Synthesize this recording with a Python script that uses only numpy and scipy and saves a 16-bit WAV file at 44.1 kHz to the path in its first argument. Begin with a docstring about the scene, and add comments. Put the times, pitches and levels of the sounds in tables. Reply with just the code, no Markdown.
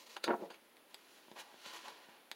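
"""Paperback shut on a wooden table

A glossy paperback is flipped shut in a small room, heard from close above. Pages brush and flap,
the stack lands in a quick run of soft blows under a faint high hiss, and the cover settles on its
cushion of air. Fingers then tap, tick against the cover and slide the book across the wood."""
import sys
import numpy as np
from scipy import signal
from scipy.fft import rfft, irfft
from scipy.io import wavfile

SR = 44100
rng = np.random.default_rng(int(sys.argv[2]) if len(sys.argv) > 2 else 0)


def generate_wav(sig):
    """Save sig (samples, or channels by samples) to the path in sys.argv[1] as 16-bit PCM at SR."""
    pcm = np.round(np.clip(np.atleast_2d(sig).T, -1, 1) * 32767).astype(np.int16)
    wavfile.write(sys.argv[1], SR, pcm)


N = 103635


def amp(db):
    """Decibels to gain."""
    return 10 ** (np.asarray(db) / 20)


def unit(x):
    """Scales to an energy of one."""
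    return x / np.sqrt(np.sum(x ** 2) + 1e-20)


def steady(x):
    """Scales to an rms of one."""
    return unit(x) * np.sqrt(len(x))


def curve_at(points, hz):
    """Reads a curve on a logarithmic frequency axis."""
    f, value = np.transpose(points)
    return np.interp(np.log(hz + 1), np.log(f + 1), value)


def add(mix, s, sound):
    """Mixes a sound in at s seconds."""
    at = round(s * SR)
    sound = sound[max(-at, 0):]
    part = mix[max(at, 0):][:len(sound)]
    part += sound[:len(part)]


def equalise(x, curve, tilt_db=0, cutoff_hz=None, order=3.04, size=4096):
    """Minimum-phase EQ from a curve, with a tilt per octave and an optional high cut."""
    hz = np.fft.rfftfreq(size, 1 / SR)
    gain = amp(curve_at(curve, hz) + tilt_db * np.log2(hz + 20))
    if cutoff_hz:
        gain = gain / np.sqrt(1 + (hz / cutoff_hz) ** (2 * order))
    cepstrum = irfft(np.log(gain / gain.max() + 1e-6))
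    cepstrum[1:size // 2] *= 2  # folded forward, so nothing rings ahead of a hit
    cepstrum[size // 2 + 1:] = 0
    return signal.fftconvolve(x, irfft(np.exp(rfft(cepstrum))))[:len(x)]


def resonate(x, hz, width_hz):
    """One resonance, applied twice for steep flanks."""
    b, a = signal.iirpeak(hz, hz / width_hz, fs=SR)
    return signal.lfilter(b, a, signal.lfilter(b, a, x))


def grains(count, spread_db=3, per_s=7000):
    """A dense crackle of tiny impulses, of random size and sign."""
    sizes = amp(spread_db * np.minimum(rng.exponential(1, count), 4))
    return sizes * rng.choice([-1, 1], count) * (rng.random(count) < per_s / SR)


def swell(rise_s, decay_s, roundness, peak_s=.1):
    """Gives the peak time and sound of a grain cloud that rises and dies."""
    t = np.arange(SR // 2) / SR - peak_s
    envelope = np.exp(-np.maximum(-t / rise_s, t / decay_s) ** roundness)
    return peak_s, grains(len(t)) * envelope


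def stroke(start, end, attack_s, release_s):
    """An envelope that rises up to start, holds until end, then releases."""
    t = np.arange(N) / SR
    return np.exp(-np.maximum(np.maximum((start - t) / attack_s, (t - end) / release_s), 0))


# Room tone EQ: f/Hz, level/dB
ROOM_TONE_EQ = [(25, -25.5), (85, -28), (160, -14.5), (220, -5), (400, -2.5), (700, -5.5), (1100, -8.5),
                (3300, -12.5), (4600, -17), (5600, -21), (8300, -25), (10200, -16), (13000, -21.5),
                (15800, -19.5)]
def room_tone():
    """A faint, steady bed of room noise."""
    return amp(-65.5) * steady(equalise(rng.standard_normal(N), ROOM_TONE_EQ))


# Reverb time by band: f/Hz, T60/s
ROOM_T60 = [(150, 0.54), (400, 0.26), (1000, 0.34), (3000, 0.39), (8000, 0.24)]
def room(x, scatter_db=-3.5, scatter_decay_s=.0075, early_s=.034, tail_db=-17):
    """Quick, nearly colourless scatter from the table and things near by, then a short room tail."""
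    t = np.arange(SR // 2) / SR
    near, far = rng.standard_normal((2, len(t))) * (t > .0006)
    scatter = 1 + amp(scatter_db) * rfft(unit(near * np.exp(-t / scatter_decay_s)), 2 * len(t))
    flattened = irfft(scatter / abs(scatter) ** .95)[:len(t)]
    early = flattened * np.exp(-(t / early_s) ** 2)
    hz, age, bands = signal.stft(far, SR, nperseg=256)
    decay = np.exp(-np.log(1000) * age / curve_at(ROOM_T60, hz)[:, None])
    tail = signal.istft(bands * decay, SR, nperseg=256)[1][:len(t)]
    return signal.fftconvolve(x, unit(early) + amp(tail_db) * unit(tail))[:N]


# Rustle and hiss cues: start/s, end/s, attack/s, release/s, level/dB, tilt/(dB per octave)
RUSTLE_AND_HISS = [(0, 0.026, .002, 0.02, -58.5, 0.5), (.067, 0.072, 0.0076, 0.016, -60.5, .5),
                   (0.097, 0.15, 0.0056, 0.015, -58, 0.2), (.29, .36, .02, 0.079, -65.5, 10.5),
                   (0.408, 0.459, 0.021, 0.019, -64, -2)]
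# Their shared EQ: f/Hz, level/dB
RUSTLE_AND_HISS_EQ = [(60, -40), (200, -22), (450, 1.5), (700, -3.5), (1000, 5), (1500, -8.5), (2000, 1),
                      (3200, -2.5), (4200, 1.5), (5600, -4), (6600, -4), (8000, -12.5), (16000, -17)]
def rustle_and_hiss():
    """The cue at 0.29 s is a faint high treble hiss over the landing; the rest are pages brushing."""
    texture = grains(N, spread_db=4.5)
    return sum(stroke(*shape) * amp(db) * steady(equalise(texture, RUSTLE_AND_HISS_EQ, tilt_db))
               for *shape, db, tilt_db in RUSTLE_AND_HISS)


# Friction whistle cues: start/s, end/s, level/dB, f/Hz
WHISTLES = [(1.37, 1.517, -66.5, 850), (1.67, 1.703, -63, 4400)]
def edge_whistles(q=17, fade_s=.0083):
    """The cover's edge catches on the wood and sings thinly for a moment."""
    drag = grains(N)
    return sum(stroke(start, end, fade_s, fade_s) * amp(db) * steady(resonate(drag, hz, hz / q))
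               for start, end, db, hz in WHISTLES)


# Slides of book and hands: start/s, end/s, attack/s, release/s,
# drone level/dB, drone f/Hz, hiss level/dB, hiss tilt/(dB per octave)
SLIDES = [(0.908, 1.322, 0.017, 0.049, -75.5, 870, -68.5, 3.5),
          (1.107, 1.185, 0.027, 0.012, -82, 850, -68, 7),
          (1.362, 1.391, 0.0029, 0.033, -52, 857, -54.5, -3),
          (1.397, 1.406, 0.017, 0.013, -63.5, 1170, -50.5, 5.5),
          (1.417, 1.525, 0.0079, 0.13, -67.5, 810, -65.5, 1.5),
          (1.628, 1.866, 0.055, 0.024, -73, 1040, -58.5, 2.6),
          (1.663, 1.714, 0.02, 0.008, -57.5, 1030, -53.5, 2.5),
          (1.734, 1.765, 0.0091, 0.036, -52.5, 1060, -52, 3.5),
          (1.848, 1.903, 0.0058, 0.028, -54.5, 990, -56, 2),
          (1.927, 2.039, 0.015, 0.039, -64, 985, -61.5, 0),
          (2.096, 2.149, 0.024, 0.1, -66.5, 810, -65, -0.5)]
# EQs of the woody drone and the paper hiss: f/Hz, level/dB
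DRONE_EQ = [(60, -31), (150, -14.5), (290, 0), (680, 3), (1150, 6.5), (1400, -14), (16000, -56)]
HISS_EQ = [(100, -66), (900, -8.5), (1450, 3.5), (2300, 1.5), (3000, 1), (4500, -4), (5400, -9),
           (6800, -11), (8200, -20), (10000, -18), (16000, -30.5)]
def cover_slides():
    """The cover drags over the wood: paper hiss over a drone of book and table."""
    out = np.zeros(N)
    for *shape, drone_db, hz, hiss_db, tilt_db in SLIDES:
        drag, fibres = grains(N), grains(N)
        pitched = amp(.5) * unit(resonate(fibres, hz, width_hz=350))
        drone = steady(unit(equalise(drag, DRONE_EQ)) + pitched)
        hiss = steady(equalise(fibres, HISS_EQ, tilt_db))
        out += stroke(*shape) * (amp(drone_db) * drone + amp(hiss_db) * hiss)
    return out


# Modes of the book on the table: f/Hz, level/dB, T60/s
TABLE_MODES = [(222, -10, .22), (263, -2, .19), (362, 0, .12), (421, -5, .2), (455, -6, .2), (556, -6, .17),
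               (620, -4, .15), (686, -8, .13), (818, -7, .17), (939, 1, .09), (1416, -11, .1),
               (1568, -4, .09)]
def with_table_ring(push, ring_db):
    """A push on the book together with the ringing it starts in the table."""
    t = np.arange(len(push)) / SR
    modes = sum(amp(db) * np.exp(-np.log(1000) * t / t60) * np.cos(2 * np.pi * hz * t)
                for hz, db, t60 in TABLE_MODES)
    ring = signal.fftconvolve(push, modes)[:len(t)]
    return unit(unit(push) + amp(ring_db) * unit(ring))


def knocks(cues, eq, ring_db):
    """Soft blows: the longer the contact, the duller the knock."""
    out, t = np.zeros(N), np.arange(SR // 2) / SR
    for s, db, contact_s in cues:
        push = equalise(np.exp(-t / contact_s), eq)
        add(out, s, amp(db) * with_table_ring(push, ring_db))
    return out


# Fingertip hits: t/s, level/dB, contact/s
TAPS = [(1.283, -32.5, 0.00034), (1.3152, -24.5, 0.0005), (1.5427, -31, 0.00025), (1.6635, -30.5, 0.0048),
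        (1.8835, -33.5, 0.000065), (2.087, -32.5, 0.0022)]
# Fingertip EQ: f/Hz, level/dB
TAP_EQ = [(60, -51), (125, -9), (200, -0.5), (400, -1), (900, 4.5), (2000, -0.5), (16000, -45)]
def finger_taps():
    """Fingertips bump the book and the wood answers."""
    return knocks(TAPS, TAP_EQ, ring_db=0)


# Nail, page and cover ticks: t/s, level/dB, tilt/(dB per octave), chatter decay/s, chatter level/dB
TICKS = [(0.1677, -25, 1, 0.0017, -14), (0.7688, -37, 2, 0.00044, -2), (0.9444, -23, 2.5, .0008, 4),
         (1.315, -31, -1.5, 0.0024, 7), (1.6605, -25.5, 0.2, 0.0037, -13), (1.8831, -25, 1, .001, -4),
         (2.3154, -16.5, 1.1, 0.0009, -16)]
# Tick EQ: f/Hz, level/dB
TICK_EQ = [(60, -39), (200, -13), (800, 6), (1400, 3), (2100, 9.5), (2800, 4.5), (3700, 7), (4900, 1),
           (5600, -7), (7000, -7), (9000, -10.5), (15000, -18.5)]
def cover_ticks(wood_db=-13):
    """Snaps on the stiff glossy cover: a click, brief edge chatter and a knock through to the wood."""
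    out, t = np.zeros(N), np.arange(SR // 4) / SR
    click = signal.unit_impulse(len(t))
    wood = amp(wood_db) * with_table_ring(equalise(click, TAP_EQ), ring_db=0)
    for s, db, tilt_db, chatter_s, chatter_db in TICKS:
        chatter = amp(chatter_db) * unit(grains(len(t)) * np.exp(-t / chatter_s))
        snap = unit(equalise(click + chatter, TICK_EQ, tilt_db))
        add(out, s, amp(db) * (snap + wood))
    return out


# Page flap cues: t/s, level/dB, rise/s, decay/s, tilt/(dB per octave), pop f/Hz, pop level/dB
FLAPS = [(0.1674, -20, 0.001, 0.0021, -0.9, 890, 1), (0.2416, -8.5, .0011, 0.0034, 1.1, 3690, -4),
         (.504, -23.5, 0.0014, 0.01, -0.9, 804, -4), (0.544, -31.5, 0.0067, 0.0068, 0.5, 2200, -3)]
# Paper slap EQ: f/Hz, level/dB
FLAP_EQ = [(60, -58), (140, -16), (260, -1), (520, 2), (900, -7.5), (1450, 3.5), (2100, -6.5), (2750, 2.5),
           (3200, -2), (3750, -7.5), (4800, -1.5), (5500, -20.5), (6400, -8), (7500, -19.5), (9800, -15.5),
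           (15000, -28)]
def page_flaps():
    """Page edges slip free and slap their neighbours; each bent sheet pops at its own pitch."""
    out = np.zeros(N)
    for s, db, rise_s, decay_s, tilt_db, hz, pop_db in FLAPS:
        peak_s, cloud = swell(rise_s, decay_s, roundness=.58)
        slap = unit(equalise(cloud, FLAP_EQ, tilt_db))
        pop = amp(pop_db) * unit(resonate(cloud, hz, width_hz=720))
        add(out, s - peak_s, amp(db) * (slap + pop))
    return out


# Puffs of air and pattering pages: t/s, level/dB, rise/s, decay/s, high cut f/Hz
PUFFS = [(.308, -1.5, 0.02, 0.013, 1550), (.34, -4.5, 0.015, 0.01, 1070), (0.433, -11, .025, 0.023, 563)]
# Puff EQ: f/Hz, level/dB
PUFF_EQ = [(40, -52), (105, -39.5), (165, -15), (260, -8), (380, -0.5), (500, -5), (700, -1.5), (950, -2.5),
           (1300, -5), (3000, -11), (16000, -38)]
def closing_puffs():
    """Pages patter down as the air is squeezed out, duller as the stack settles."""
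    out = np.zeros(N)
    for s, db, rise_s, decay_s, cutoff_hz in PUFFS:
        peak_s, cloud = swell(rise_s, decay_s, roundness=1.13)
        puff = equalise(cloud, PUFF_EQ, cutoff_hz=cutoff_hz)
        add(out, s - peak_s, amp(db) * with_table_ring(puff, ring_db=-7))
    return out


# Page stack hits: t/s, level/dB, contact/s
THUDS = [(.2672, -21, 0.00042), (.2793, -8.5, 0.00002), (.2852, -6, 0.00069), (.2935, -13, 0.0011),
         (.3068, -5, 0.00054), (.3305, -18.5, 0.0016), (.3378, -16.5, .0008)]
# Thud EQ: f/Hz, level/dB
THUD_EQ = [(40, -45), (90, -35), (160, -10.5), (250, 5.5), (370, 7), (550, 4.5), (1000, -0.5), (1650, 1.5),
           (2200, -2.5), (3000, -7.5), (5200, -40), (16000, -53)]
def stack_landing():
    """The page stack lands in a quick run of thuds that ring the table."""
    return knocks(THUDS, THUD_EQ, ring_db=-3.5)


def scene():
    """The closing book and the hands in the room, over a bed of room tone, in mono."""
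    closing = stack_landing() + closing_puffs() + page_flaps() + rustle_and_hiss()
    hands = finger_taps() + cover_ticks() + cover_slides() + edge_whistles()
    bed = room_tone()
    return (room(closing + hands) + bed)[None]


def record(dry, cutoff_hz=15900):
    """A steep high cut on the whole mix."""
    taps = signal.firwin(511, cutoff_hz, window=("kaiser", 9), fs=SR)
    return signal.oaconvolve(dry, taps[None], "same")


dry = scene()
out = record(dry)
generate_wav(out)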